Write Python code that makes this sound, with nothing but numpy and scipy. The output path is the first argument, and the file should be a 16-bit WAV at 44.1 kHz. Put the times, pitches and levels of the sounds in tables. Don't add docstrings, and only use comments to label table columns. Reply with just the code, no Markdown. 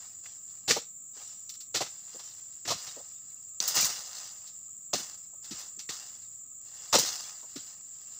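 import sys
import numpy as np
from scipy import signal
from scipy.fft import rfft, irfft, next_fast_len
from scipy.io import wavfile

SR = 44100
rng = np.random.default_rng(int(sys.argv[2]) if len(sys.argv) > 2 else 0)


def transcribe(u):
    v = np.clip(np.atleast_2d(u).T, -1, 1)
    q = np.round(v * 32767).astype(np.int16)
    wavfile.write(sys.argv[1], SR, q)


N = 361179
TIME_S = np.arange(N) / SR

# hz, relative_db
AIR_SPECTRUM = [(20, -32.5), (50, -7), (100, 5.5), (200, 0), (350, -7), (700, -14), (1300, -20.5),
                (3000, -19), (6000, -17.5), (9000, -36), (16000, -53)]
# hz, width_hz (doubled in each of two cascaded resonators), level_db
WHINE = (1250, 90, -85)
# hz, relative_db
INSECT_SPECTRUM = [(5000, -43), (5900, -22), (6600, -22.5), (6850, -2.5), (7200, 3.5), (7650, 1.5),
                   (8100, -11.5), (8600, -25.5), (9200, -52.5), (13600, -52.5), (14500, -36), (15500, -34)]
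# hz, relative_db
LEAF_SPECTRUM = [(30, -41.5), (100, -14), (400, -15), (900, -12), (1600, -12.5), (2400, -13), (4000, -5),
                 (6000, 0), (7500, -5), (9000, -15.5), (12000, -30.5), (16000, -28)]
# start_s, rise_s, t60_s, level_db
SWAYS = [(0.0, 0.0017, 0.87, -55), (0.232, 0.0087, 0.65, -54), (0.43, 0.056, 1.2, -61),
         (0.7, 0.017, 0.19, -42), (1.13, 0.045, 0.87, -51.5), (1.8, .03, 2.4, -54), (2.03, 0.11, 2.2, -53),
         (2.751, 0.043, 1.01, -44), (3.2, 0.09, 2, -64), (3.601, 0.0044, 1.7, -34.5),
         (3.728, 0.046, 0.72, -28), (4.06, 0.097, 0.93, -44.5), (4.598, 0.018, .25, -97),
         (4.933, 0.0065, 0.59, -37), (5.42, 0.028, 1.2, -53), (5.52, 0.064, 0.33, -45.5),
         (5.891, 0.011, 0.93, -43), (6.61, 0.23, 0.78, -50.5), (6.941, 0.04, 0.96, -31),
         (7.4, 0.25, 0.66, -53), (7.75, .35, 1.4, -57.5)]
# hz, width_hz (halved while sliding), gain_db
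BLADE_MODES = [(3500, 25, -25.5), (3150, 27, -12), (3970, 43, -17.5), (4030, 18, -8), (5200, 37, -17.5),
               (5410, 12, -0.5), (5870, 14, 11), (6990, 16, 3.5)]
# start_s, rise_s, t60_s, level_db
SLIDES = [(0.252, 0.022, 0.43, -60.5), (1.195, 0.061, 0.61, -53.5), (2.21, 0.028, 0.61, -50),
          (3.604, 0.0024, 0.12, -50), (5.505, 0.0075, 0.51, -50.5)]
# start_s, level_db, pitch_hz
BUMPS = [(1.161, -62, 443), (1.202, -61, 700), (2.142, -51.5, 435), (2.191, -58, 850), (2.742, -54, 75),
         (2.964, -48.5, 460), (2.992, -54, 623), (3.826, -46.5, 93), (4.945, -45.5, 147),
         (4.99, -52.5, 282), (5.33, -65, 650), (5.517, -55, 110), (5.769, -61.5, 200), (7.022, -47.5, 310),
         (7.427, -57.5, 694), (7.57, -61, 150)]
# start_s, level_db
SPLITS = [(0.258, -49), (0.709, -24), (1.757, -35.5), (1.818, -39), (2.654, -43), (3.772, -35.5),
          (3.795, -37.5), (5.889, -40.5)]
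# start_s, rise_s, length_s, relative_tear_db, knock_db, knock_pitch_hz
CHOPS = [(0.676, 0.015, 0.036, -20.5, -39.5, 520), (0.704, 0.0038, 0.011, -21, -29.5, 320),
         (0.761, .005, 0.015, -32.5, -32, 580), (1.742, 0.0079, 0.026, -24, -39.5, 500),
         (1.804, .002, 0.018, -29, -32, 616), (1.862, .002, 0.0032, -43, -49, 900),
         (2.651, .001, 0.023, -38.5, -51.5, 340), (2.674, .008, 0.021, -26, -41.5, 686),
         (2.702, 0.0054, 0.02, -26.5, -33, 700), (3.602, 0.00088, 0.0015, -35, -42, 330),
         (3.766, 0.0033, .011, -23.5, -39.5, 517), (4.931, 0.0028, 0.013, -24.5, -31, 620),
         (5.509, .001, 0.0194, -37.5, -44, 190), (5.89, 0.0008, 0.0053, -30.5, -45, 246),
         (6.926, 0.0028, 0.0061, -17.5, -27, 828), (6.938, .004, 0.017, -19.5, -24, 760),
         (6.952, .002, 0.0076, -19, -21.5, 420), (6.982, .003, 0.0043, -31, -27, 620),
         (7.559, 0.0029, 0.011, -37.5, -40, 250)]
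# start_s, relative_tear_db, tilt_db_per_octave
RIPS = [(1.492, -39, 4.5), (1.539, -44, 4), (1.604, -43.5, 4), (2.192, -42.5, -0.5), (2.867, -37, -1),
        (3.676, -24.5, 10.5), (3.749, -28, 11), (3.807, -23, 8.5), (3.846, -23, 7.5), (4.468, -43, 4),
        (5.443, -44, 2.5), (5.585, -43, 7), (5.791, -38.5, 0.5), (6.985, -23, 7.5), (7.057, -33, 4)]
# hz, relative_db
FIBRE_SPECTRUM = [(40, -49.5), (110, -8.5), (400, -21.5), (1100, -12), (1550, -10), (1900, -9),
                  (2600, -6.5), (4200, 0.5), (6300, 1.5), (7500, 0.5), (8500, -12), (11000, -22.5),
                  (16000, -30.5)]
# start_s, peak_db
SNAPS = [(0.709, -18), (1.4933, -31.5), (3.6027, -11.5), (3.6825, -29), (3.768, -18), (3.845, -17.5),
         (4.9369, -18.5), (5.7925, -34), (6.9893, -17), (6.9955, -14), (7.0598, -29)]
# hz, width_hz (of each of two cascaded resonators), relative_db
SNAP_MODES = [(4200, 1600, 3.5), (6030, 320, 10), (4630, 110, 0), (6300, 130, -29.5)]
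# hz, width_hz, boost_db
PORT_MODES = [(1252, 62, 8.5), (15110, 890, 18)]

AIR_DB, INSECT_DB = -70.5, -47
SWAY_HOLD_S = 0.042
SLIDE_HOLD_RATIO = 0.97
KNOCK_LAG_S = 0.003004
THUD_HZ, THUD_REL_KNOCK_DB, THUD_LAG_S, THUD_LENGTH_S = 205, -16, 0.005, 0.015
RIND_HZ, RIND_LENGTH_S = 2030, 0.0056
BUMP_LENGTH_S = 0.02
CHOP_T60_S, CHOP_TILT_DB_PER_OCTAVE = 0.13, -1.24
RIP_RISE_S, RIP_HOLD_S, RIP_T60_S = 0.0011, 0.0094, 0.11
CUTOFF_HZ = 15550


def from_db(db):
    return 10 ** (np.asarray(db) / 20)


def rms_one(x):
    return x / np.sqrt(np.mean(x ** 2) + 1e-20)


def add(out, start_s, sound):
    start = max(round(start_s * SR), 0)
    out[start:start + len(sound)] += sound[:max(N - start, 0)]


def colour(x, spectrum, tilt_db_per_octave=0):
    hz, level_db = np.transpose(spectrum)
    size = next_fast_len(len(x))
    octave = np.log2(np.maximum(np.fft.rfftfreq(size, 1 / SR), 1))
    gain_db = np.interp(octave, np.log2(hz), level_db) + tilt_db_per_octave * octave
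    return rms_one(irfft(rfft(x, size) * from_db(gain_db), size)[:len(x)])


def wander(size, per_s):
    values = rng.standard_normal(size)
    return np.interp(np.arange(size) * per_s / SR, np.arange(size), values)


def resonate(x, hz, width_hz):
    r = np.exp(-np.pi * width_hz / SR)
    zeros = np.array([1, 0, -1]) * (1 - r * r) / 2
    poles = [1, -2 * r * np.cos(2 * np.pi * hz / SR), r * r]
    return signal.lfilter(zeros, poles, x + 1e-18)


def crackle(size, per_s, spread_db, clump_db):
    born = rng.random(size) < per_s / SR
    strength_db = spread_db * rng.random(size) + clump_db * wander(size, 490)
    return born * rng.standard_normal(size) * from_db(strength_db)


def stroke(t_s, rise_s, hold_s, t60_s):
    rise = np.clip(t_s / rise_s, 0, 1) ** (3 / 4)
    return rise * from_db(-60 * np.maximum(t_s - rise_s - hold_s, 0) / t60_s)


def scatter(x, spread_s, share_db):
    t_s = TIME_S[:SR // 8]
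    paths = rng.standard_normal(len(t_s)) * np.exp(-t_s / spread_s)
    delayed = signal.fftconvolve(x, paths / np.linalg.norm(paths))[:N]
    share = from_db(share_db)
    return (x + share * delayed) / np.hypot(1, share)


def open_air():
    hz, width_hz, level_db = WHINE
    whine = resonate(resonate(rng.standard_normal(N), hz, 2 * width_hz), hz, 2 * width_hz)
    waver_db = 2 * wander(N, 26)
    air = from_db(AIR_DB) * colour(rng.standard_normal(N), AIR_SPECTRUM)
    return air + from_db(level_db + waver_db) * rms_one(whine)


def insects(flutter_db=1.05, flutter_per_s=130):
    level_db = INSECT_DB + flutter_db * wander(N, flutter_per_s)
    return from_db(level_db) * colour(rng.standard_normal(N), INSECT_SPECTRUM)


def blade(drive):
    return sum(from_db(db) * resonate(drive, hz, width_hz) for hz, width_hz, db in BLADE_MODES)


def flicker(x, depth_db, per_s):
    out, rest = 0, x
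    for hz in np.geomspace(400, 6400, 5):
        low = signal.sosfiltfilt(signal.butter(3, hz, fs=SR, output="sos"), rest)
        out = out + low * from_db(depth_db * wander(N, per_s))
        rest = rest - low
    return out + rest


def leaflet_ticks(per_s, width_hz, count=30):
    pitches_hz = np.linspace(1900, 6600, count) + rng.normal(0, 60, count)
    ticks = 0
    for hz in pitches_hz:
        flicks = crackle(N, per_s, spread_db=0.5, clump_db=-4)
        ticks = ticks + hz * resonate(flicks, hz, width_hz)
    return rms_one(ticks)


def leaves(ring_db=-9):
    power = sum((from_db(db) * stroke(TIME_S - start_s, rise_s, SWAY_HOLD_S, t60_s)) ** 2
                for start_s, rise_s, t60_s, db in SWAYS)
    touches = crackle(N, per_s=6000, spread_db=5, clump_db=2)
    brush = scatter(colour(touches, LEAF_SPECTRUM), spread_s=0.0027, share_db=-2)
    ticks = from_db(-8) * leaflet_ticks(per_s=16, width_hz=30)
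    rustle = flicker(brush + ticks, depth_db=1.8, per_s=35)
    return np.sqrt(power) * rms_one(rustle + from_db(ring_db) * blade(rustle))


def slides(rasp_db=-9, shift_db=3):
    force = sum(from_db(db) * stroke(TIME_S - start_s, rise_s, SLIDE_HOLD_RATIO * rise_s, t60_s)
                for start_s, rise_s, t60_s, db in SLIDES)
    friction = rng.standard_normal(N)
    song = 0
    for hz, width_hz, db in BLADE_MODES:
        mode_db = db + shift_db * wander(N, 42)
        song = song + from_db(mode_db) * resonate(friction, hz, width_hz / 2)
    rasp = scatter(colour(friction, FIBRE_SPECTRUM), spread_s=0.012, share_db=32)
    return force * (rms_one(song) + from_db(rasp_db) * rasp)


def knock(length_s, hz, damping=0.38, loss_hz=130, top_ratio=1.535, bottom_ratio=0.4,
          jolts_per_s=520, count=64):
    size = SR // 6
    jolt_s = (np.arange(count) + rng.random(count)) / jolts_per_s
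    force = rng.choice([-1, 1], count) * stroke(jolt_s, 0.00056, length_s * 0.79, length_s * 3)
    jolts = np.bincount((jolt_s * SR).astype(int), force, size)[:size]
    body = resonate(jolts, hz, damping * hz + loss_hz)
    band_hz = [bottom_ratio * hz, top_ratio * hz + loss_hz]
    body = signal.sosfilt(signal.butter(4, band_hz, "band", fs=SR, output="sos"), body)
    return rms_one(body) * np.sqrt(length_s * SR / size)


def wood():
    out = np.zeros(N)
    for start_s, _, length_s, _, db, hz in CHOPS:
        stalk_s = start_s + KNOCK_LAG_S - 1 / hz
        add(out, stalk_s, from_db(db) * knock(length_s, hz))
        thud = from_db(db + THUD_REL_KNOCK_DB) * knock(THUD_LENGTH_S, THUD_HZ)
        add(out, start_s + THUD_LAG_S, thud)
    for start_s, db in SPLITS:
        add(out, start_s, from_db(db) * knock(RIND_LENGTH_S, RIND_HZ))
    for start_s, db, hz in BUMPS:
        add(out, start_s, from_db(db) * knock(BUMP_LENGTH_S, hz))
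    return out


def snaps(burst_t60_s=0.0017):
    out, t_s = np.zeros(N), TIME_S[:SR // 20]
    for start_s, peak_db in SNAPS:
        burst = rng.standard_normal(len(t_s)) * from_db(-60 * t_s / burst_t60_s)
        crack = 0
        for hz, width_hz, mode_db in SNAP_MODES:
            ring = resonate(resonate(burst, hz, width_hz), hz, width_hz)
            crack = crack + from_db(mode_db) * rms_one(ring)
        add(out, start_s, from_db(peak_db) * crack / np.abs(crack).max())
    return out


def tear(rise_s, hold_s, t60_s, tilt_db_per_octave):
    t_s = TIME_S[:SR // 2]
    breaks = crackle(len(t_s), per_s=9000, spread_db=2.5, clump_db=0)
    return stroke(t_s, rise_s, hold_s, t60_s) * colour(breaks, FIBRE_SPECTRUM, tilt_db_per_octave)


def fibres(level_db=-4, ring_db=-7):
    out = np.zeros(N)
    for start_s, rise_s, length_s, db, _, _ in CHOPS:
        hold_s = max(length_s - rise_s, 0)
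        add(out, start_s, from_db(db) * tear(rise_s, hold_s, CHOP_T60_S, CHOP_TILT_DB_PER_OCTAVE))
    for start_s, db, tilt in RIPS:
        add(out, start_s, from_db(db) * tear(RIP_RISE_S, RIP_HOLD_S, RIP_T60_S, tilt))
    return from_db(level_db) * (out + from_db(ring_db) * blade(out))


def grove(x, wet_db=-13, t60_s=0.24, spread_s=0.032, dull_hz=6000):
    t_s = TIME_S[:SR]
    echoes = crackle(len(t_s), per_s=2100, spread_db=5, clump_db=-3.5)
    echoes = echoes * stroke(t_s, spread_s, 0.005, t60_s)
    lowpass = signal.butter(1, dull_hz, fs=SR, output="sos")
    echoes = signal.sosfilt(lowpass, echoes / np.linalg.norm(echoes))
    return from_db(wet_db) * signal.fftconvolve(x, echoes)[:N]


def scene():
    background = open_air() + insects() + leaves()
    knocking = wood()
    cutting = slides() + snaps() + scatter(fibres(), spread_s=0.014, share_db=-9.5)
    echo = grove(cutting + from_db(-13) * knocking)
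    return (background + knocking + cutting + echo)[None]


def record(dry):
    port = sum((from_db(db) - 1) * resonate(dry, hz, width_hz) for hz, width_hz, db in PORT_MODES)
    lowpass = signal.ellip(10, 0.3, 70, CUTOFF_HZ, fs=SR, output="sos")
    return signal.sosfilt(lowpass, dry + port)


dry = scene()
out = record(dry)
transcribe(out)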